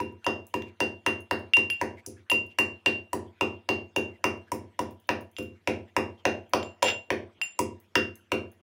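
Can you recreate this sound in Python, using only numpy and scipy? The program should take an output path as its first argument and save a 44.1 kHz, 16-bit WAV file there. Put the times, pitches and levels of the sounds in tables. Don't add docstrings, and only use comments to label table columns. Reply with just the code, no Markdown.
import sys
import numpy as np
from scipy import signal
from scipy.io import wavfile
from scipy.ndimage import uniform_filter1d

SR = 44100
rng = np.random.default_rng(int(sys.argv[2]) if len(sys.argv) > 2 else 0)


def to_linear_factor(level_db):
    exponent = np.asarray(level_db, float) / 20
    return 10 ** exponent


def wrap_up_sound(samples):
    columns = np.atleast_2d(samples).T
    tamed = np.clip(columns, -1, 1)
    steps = np.round(tamed * 32767).astype(np.int16)
    wavfile.write(sys.argv[1], SR, steps)


N = 385875

# start in seconds, crack in dB, wall ring in dB, cup ring in dB.
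BLOWS = [(0.0004, -21, -38, -27.5), (0.2649, -9.5, -26, -26), (0.5398, -13, -32.5, -26),
         (0.8032, -6.5, -23.5, -27.5), (1.063, -7.5, -22.5, -28.5), (1.3106, -12.5, -32, -27),
         (1.5684, -15, -40.5, -35.5), (1.8132, -12, -38, -28), (2.0627, -47.5, -72, -67),
         (2.3146, -9.5, -16.5, -28.5), (2.586, -6.5, -21.5, -33), (2.86, -6.5, -18, -38.5),
         (3.1308, -18.5, -62, -30.5), (3.4097, -7, -26.5, -33.5), (3.689, -8, -24, -36.5),
         (3.9619, -7.5, -25, -32), (4.2411, -8, -27.5, -31), (4.518, -21.5, -58, -29.5),
         (4.7912, -14.5, -49, -27.5), (5.0903, -8, -38.5, -28), (5.3842, -20.5, -41, -60),
         (5.6738, -8.5, -38.5, -31.5), (5.9649, -5.5, -32.5, -29), (6.2528, -3.5, -29, -34),
         (6.5346, -2.5, -32.5, -29), (6.8267, -0.5, -41, -21), (7.1035, -8.5, -56, -35),
         (7.5907, -13.5, -41, -23), (7.9542, -2, -21, -26.5), (8.318, -6, -30, -30.5)]
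# pitch in Hz, gap between its two halves in Hz, time to fall 60 dB in seconds.
WALL_MODES = [(2773.5, 7.84, 0.31), (7245, 70, 0.27), (9880, 32, 0.15), (12000, 28, 0.11)]


def evened(x):
    return x / np.sqrt(np.mean(x ** 2) + 1e-20)


def read(points, hz):
    f, value = np.transpose(points)
    return np.interp(np.log(hz + 1), np.log(f + 1), value)


def add(mix, s, sound):
    part = mix[max(round(s * SR), 0):][:len(sound)]
    part += sound[:len(part)]


def coloured(x, points):
    gain_db = read(points, abs(np.fft.fftfreq(4096, 1 / SR)))
    log_gain = np.log(to_linear_factor(np.maximum(gain_db, -100)))
    spectrum = np.exp(np.conj(signal.hilbert(log_gain)))
    taps = np.fft.ifft(spectrum).real[:2048]
    return signal.oaconvolve(x, taps / np.linalg.norm(taps))[:len(x)]


def mode(hz, db, t60, rise_s, turn=0):
    t = np.arange(SR // 2) / SR
    return to_linear_factor(db - 60 * t / t60) * (1 - np.exp(-t / rise_s)) * np.sin(2 * np.pi * (hz * t + turn))


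def pair(hz, split_hz, t60, db, luck):
    lower = mode(hz - split_hz / 2, db, t60, rise_s=0.00051)
    upper = mode(hz + split_hz / 2, db, t60, rise_s=0.00024, turn=luck[1])
    return lower + 0.53 * luck[0] * upper


def burst(db, t60, lead_s, grit_db):
    t = np.arange(4096) / SR - lead_s
    grain_db = grit_db * rng.standard_normal(4096 // 16).repeat(16)
    grit = rng.standard_normal(4096) * to_linear_factor(grain_db)
    return to_linear_factor(db + np.where(t < 0, 30 * t / lead_s - 14, -60 * t / t60)) * grit


def blows():
    # pitch in Hz, level in dB per Hz.
    crack_colour = [(290, -23.5), (500, 0.5), (2750, -0.5), (3220, -8.5), (4050, -11), (5680, -10),
                    (6570, -17.5), (8070, -34.5), (9000, -25.5), (11700, -50), (19800, -120)]
    # pitch in Hz, level in dB per Hz.
    husk_colour = [(3500, -16.5), (5300, 0.5), (7800, -4.5), (10300, -2), (12600, -17.5), (15300, -6),
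                   (16300, -21.5)]
    # time in seconds, crunch in dB.
    pods = [(0, -49.5), (.8, -38.5), (1.55, -44.5), (2.5, -37), (3.7, -42), (4.55, -36.5), (5.4, -45.5),
            (6.5, -41), (6.85, -32.5), (7.1, -46.5), (7.6, -31.5), (8.3, -41)]
    # pitch in Hz, gap between its two halves in Hz, time to fall 60 dB in seconds.
    cup = (976, 22, 0.069)
    same_crack = .8
    crack, husk, ring = np.zeros((3, N))
    usual = burst(-6.0, 0.0075, lead_s=0.001698, grit_db=0.97)
    for (s, crack_db, wall_db, cup_db), luck in zip(BLOWS, rng.random((len(BLOWS), 5))):
        fresh = np.sqrt(1 - same_crack ** 2) * burst(-5.5, 0.0075, lead_s=0.0017, grit_db=1.3)
        add(crack, s - .001, to_linear_factor(crack_db) * (same_crack * usual + fresh))
        contact = mode(1900 + 700 * luck[4], crack_db - 16.5, 0.0052, rise_s=0.00015)
        add(crack, s + 0.001027, contact)
        husk_db = np.interp(s, *np.transpose(pods))
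        add(husk, s - .003, burst(husk_db + 6.0, 0.017, lead_s=0.0032, grit_db=3.9))
        wall_ring = pair(*WALL_MODES[0], wall_db - .1, luck[:2])
        cup_ring = pair(*cup, cup_db + 6.5, luck[2:])
        add(ring, s + 0.001006, wall_ring + cup_ring)
    return coloured(crack, crack_colour) + coloured(husk, husk_colour), ring


def slab_boom():
    # pitch in Hz, level in dB, time to fall 60 dB in seconds.
    slab_modes = [(85.2, -9, 1.), (94.9, -16, 1.), (97.05, -7, 1.), (116, -11.5, 0.69), (163, -11, 0.45),
                  (194.3, -14, 1), (217.9, -3.5, 0.42), (225.5, -5.5, 0.74), (238.1, -5, 0.5),
                  (263.5, -11, 0.73), (299.7, 3.5, 0.34), (315.2, -5, 0.32), (325.4, -14.5, 0.99),
                  (344, 7.5, 0.12), (349.84, -0.5, 0.63), (359, -5.5, 0.43), (380.2, 3.5, 0.38),
                  (405.6, 1, 0.4), (414.8, -6, 0.34), (433.7, -4, 0.29), (458.7, -15, 0.76),
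                  (493.4, -28, 0.9), (508.5, 2.5, 0.29), (518.7, -9.5, 0.49), (550.6, -3, 0.12),
                  (605, -27.5, 0.38), (637, -24, 0.28), (689, -13.5, 0.37)]
    # time in seconds, boom of a full crack in dB.
    weight = [(0, -26), (1.2, -27), (2.4, -28.5), (3.2, -26), (4.3, -26), (5.35, -27), (5.7, -24),
              (6.6, -27.5), (6.85, -33.5), (7.3, -23), (8.4, -26)]
    # time in seconds, middle boom in dB, upper boom in dB.
    stance = [(0, -0.5, 0), (1.5, 0, 0.5), (2.3, -1.5, -1.5), (3.5, 1.5, -4.5), (4.2, 1, -3),
              (4.6, -4.5, 0.5), (5.7, -2, 2.5), (6.4, 0.5, 0), (6.85, -2, 7), (7.1, 2.5, 1.5),
              (7.6, -0.5, 1.5), (8.4, 0.5, 2.5)]
    deep_hz, middle_hz, upper_hz = 130, 335, 470
    boom_per_crack = 0.29
    deep_per_crack, deep_db = 0.16, -1
    modes = np.array([(-1) ** k * mode(*row, rise_s=0.0046) for k, row in enumerate(slab_modes)])
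    modes /= abs(modes.sum(0)).max()
    group = np.digitize(np.array(slab_modes)[:, 0], [deep_hz, middle_hz, upper_hz])
    deep, low, middle, upper = (modes[group == k].sum(0) for k in range(4))
    stance_s, middle_db, upper_db = np.transpose(stance)
    boom = np.zeros(N)
    for s, crack_db, _, _ in BLOWS:
        boom_db = np.interp(s, *np.transpose(weight)) + 8
        slab = low + to_linear_factor(np.interp(s, stance_s, middle_db)) * middle
        slab = slab + to_linear_factor(np.interp(s, stance_s, upper_db)) * upper
        add(boom, s, to_linear_factor(boom_db + boom_per_crack * crack_db) * slab)
        add(boom, s, to_linear_factor(boom_db + deep_db + deep_per_crack * crack_db) * deep)
    return boom


def rattle(clank):
    # start in seconds, length in seconds, level in dB.
    rocking = (6.835, .095, -30)
    start_s, length_s, db = rocking
    rock = np.arange(0, length_s, 1 / SR) / length_s
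    knocks = evened(rng.standard_normal(SR // 4) ** 3)[:len(rock)]
    add(clank, start_s, to_linear_factor(db) * np.sin(np.pi * rock ** 1.2) * knocks)


def clinks():
    # start in seconds, tick in dB, then ring of the first, second and third wall tones in dB.
    wall_taps = [(0.2445, -22.5, -37.5, -64, -53), (0.622, -22.5, -68, -76, -80),
                 (1.5359, -9.5, -14, -55.5, -42), (1.701, -14, -26, -57, -40.5),
                 (2.2991, -13, -20.5, -44, -34.5), (2.588, -41.5, -28.5, -48.5, -41.5),
                 (5.3664, -24, -45, -56.5, -64), (6.6296, -26.5, -42.5, -52, -63.5),
                 (6.8238, -13, -28.5, -35.5, -45), (6.8423, -13.5, -32.5, -39, -48),
                 (6.861, -23.5, -38.5, -44, -56.5), (6.8844, -20.5, -27, -41, -53),
                 (7.4151, -14, -26, -43, -45.5), (7.4355, -37, -32.5, -40, -54.5)]
    # pitch in Hz, level in dB per Hz.
    clank_colour = [(500, -13.5), (1500, -2.5), (3200, 5.5), (4200, -10), (5200, -4.5), (9000, -32),
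                    (15000, -30)]
    # pitch in Hz, level in dB, time to fall 60 dB in seconds.
    overtone = (12000, -9, .12)
    over_hz, over_db, over_t60 = overtone
    clank, ring = np.zeros((2, N))
    for (s, tick_db, *ring_db), luck in zip(wall_taps, rng.random((len(wall_taps), 4, 2))):
        ring_db.append(ring_db[-1] - 8)
        add(clank, s - .001, burst(tick_db - 5, 0.0065, lead_s=0.00089, grit_db=2.8))
        for wall_mode, db, share in zip(WALL_MODES, ring_db, luck):
            add(ring, s, pair(*wall_mode, db + 2.0, share))
        add(ring, s, mode(over_hz, over_db + ring_db[3], over_t60, rise_s=.0006))
    rattle(clank)
    return coloured(clank, clank_colour), ring


def scrapes(width_hz):
    # start in seconds, level in dB, pitch in Hz.
    drags = [(0.2109, -46.5, 1454), (0.659, -41.5, 2360), (1.457, -54.5, 2260), (1.789, -37, 2720),
             (1.965, -38.5, 2100), (2.1535, -50.5, 1700), (2.493, -40.5, 2760), (2.7794, -51, 2760),
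             (3.097, -58.5, 2770), (3.322, -61, 1350), (3.3583, -51, 1480), (4.13, -46, 2040),
             (4.463, -43, 1610), (5.0295, -53.5, 3130), (5.545, -51, 2160), (5.865, -48, 1940),
             (6.17, -45, 3150)]
    length_s = .05
    out = np.zeros(N)
    t = np.arange(8192) / SR
    swell = np.sin(np.pi * np.minimum(t / length_s, 1))
    for (s, db, hz), slips in zip(drags, rng.standard_normal((len(drags), 8192))):
        rub = evened(signal.lfilter(*signal.iirpeak(hz, hz / width_hz, SR), slips ** 3))
        add(out, s, to_linear_factor(db - 14) * rub * swell)
    return out


def bangles():
    # start in seconds, level in dB, brightness in dB.
    touches = [(0.1226, -56, -25), (0.4673, -39, -13.5), (1.2048, -34.5, -40), (1.3912, -44.5, -39),
               (1.9914, -73, -25), (2.4638, -46, -28), (4.375, -57.5, -23), (4.5446, -34.5, -6),
               (4.9082, -43.5, -6.5), (4.999, -47, -14), (5.0716, -44, -13), (5.2084, -41, -21.5),
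               (5.314, -44.5, -10.5), (5.426, -45, -15), (6.494, -52.5, 12), (7.8002, -43, -11),
               (8.1549, -36, -2.5), (8.516, -45, -16)]
    # pitch in Hz, level in dB, time to fall 60 dB in seconds.
    bangle_modes = [(6400, -4, 0.035), (10000, 3, 0.033), (10700, -5.5, 0.025), (14400, -10.5, 0.03),
                    (15450, -5.5, .03)]
    out = np.zeros(N)
    draws = rng.standard_normal((len(touches), len(bangle_modes), 2))
    for (s, db, bright_db), luck in zip(touches, draws):
        for (hz, mode_db, t60), (detune, share) in zip(bangle_modes, luck):
            level_db = db + mode_db + 3 * share - 17.5
            if hz > 12500:
                level_db += bright_db
            add(out, s, mode(hz * (1 + 0.013 * detune), level_db, t60, rise_s=0.00034))
        snap = burst(db + 0.38 * bright_db - 6.5, 0.0044, lead_s=0.0023, grit_db=6.0)
        add(out, s - .001, np.diff(snap, n=2))
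    return out


def kitchen(x):
    # pitch in Hz, time to fall 60 dB in seconds.
    echo_t60 = [(300, 0.69), (1100, 0.3), (2900, 0.28), (7700, 0.25), (15000, 0.12)]
    # pitch in Hz, level in dB.
    echo_colour = [(300, 4.5), (1000, 0), (3000, -1), (8000, -4.5), (15000, 6)]
    alike = .75
    hz, t, z = signal.stft(rng.standard_normal((4, SR // 2)), SR, nperseg=256)
    z *= to_linear_factor(read(echo_colour, hz)[:, None] - 60 * t / read(echo_t60, hz)[:, None])
    tails = signal.istft(z, SR, nperseg=256)[1][:, :SR // 2]
    tails = np.sqrt(alike / 2) * tails[3] + np.sqrt(1 - alike) * tails[:3]
    tails *= np.clip(np.arange(SR // 2) / SR / 0.0016 - .6, 0, 1)
    turns = 2 * np.pi * (np.arange(N) / SR * 1.19 + np.arange(3)[:, None] / 3)
    feeds = x * (1 + np.cos(turns)) * np.sqrt(2 / 9)
    return signal.fftconvolve(feeds, tails / np.linalg.norm(tails[0]), axes=1).sum(0)[:N]


def hiss(patchy_db):
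    # pitch in Hz, level in dB per Hz.
    hiss_colour = [(30, -28.5), (90, -6), (400, -5), (900, -13), (3200, -13), (3900, -22.5), (5500, -27.5),
                   (16000, -39.5)]
    frames, hz = N // 128 + 5, np.fft.rfftfreq(512, 1 / SR)
    a, b, patches = rng.standard_normal((frames, 257, 3)).T
    patches = uniform_filter1d(uniform_filter1d(patches, 7, 0), 14, 1)
    z = (a + 1j * b) * to_linear_factor(read(hiss_colour, hz)[:, None] + patchy_db * evened(patches))
    noise = signal.istft(z, nperseg=512, noverlap=384)[1][:N]
    return to_linear_factor(-67.5) * evened(noise)


def scene():
    snaps, blow_ring = blows()
    clank, clink_ring = clinks()
    snaps = snaps + bangles()
    ring = blow_ring + clink_ring
    wet = kitchen(to_linear_factor(-1.5) * snaps + to_linear_factor(-7.5) * clank + to_linear_factor(-10.0) * ring)
    return (snaps + clank + ring + wet + slab_boom() + scrapes(width_hz=140))[None]


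def closing(x, floor_db, hold_s, fall_s):
    power_db = 10 * np.log10(abs(uniform_filter1d(x ** 2, 400)) + 1e-9)
    sudden = (power_db - np.roll(power_db, 700) > 11) & (power_db > floor_db)
    last_rise = np.maximum.accumulate(np.arange(N) * sudden)
    since_s = (np.arange(N) - last_rise) / SR
    return uniform_filter1d(np.clip((since_s - hold_s) / fall_s, 0, 1), 200)


def band_limit(x):
    return signal.sosfilt(signal.butter(12, 17010, fs=SR, output="sos"), x)


def record(dry):
    gate_db = -47
    edge_hz, edge_db = 15900, -15.5
    end_s = 8.603
    bass = signal.oaconvolve(dry[0], signal.firwin(1001, 600, fs=SR), "same")
    treble = dry[0] - bass
    bass_gain = to_linear_factor(-14 * closing(bass, gate_db, hold_s=.13, fall_s=0.082))
    treble_gain = to_linear_factor(-4 * closing(treble, gate_db, hold_s=0.11, fall_s=.1))
    gated = bass * bass_gain + treble * treble_gain + hiss(patchy_db=4.5)
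    gated = signal.sosfilt(signal.butter(3, 60, "high", fs=SR, output="sos"), gated)
    low = signal.oaconvolve(gated, signal.firwin(301, edge_hz, fs=SR), "same")
    gated = low + to_linear_factor(edge_db) * (gated - low)
    stop = np.clip((end_s + 0.0153 - np.arange(N) / SR) / 0.0087, 0, 1) ** 2
    return band_limit((gated * stop)[None])


dry = scene()
out = record(dry)
wrap_up_sound(out)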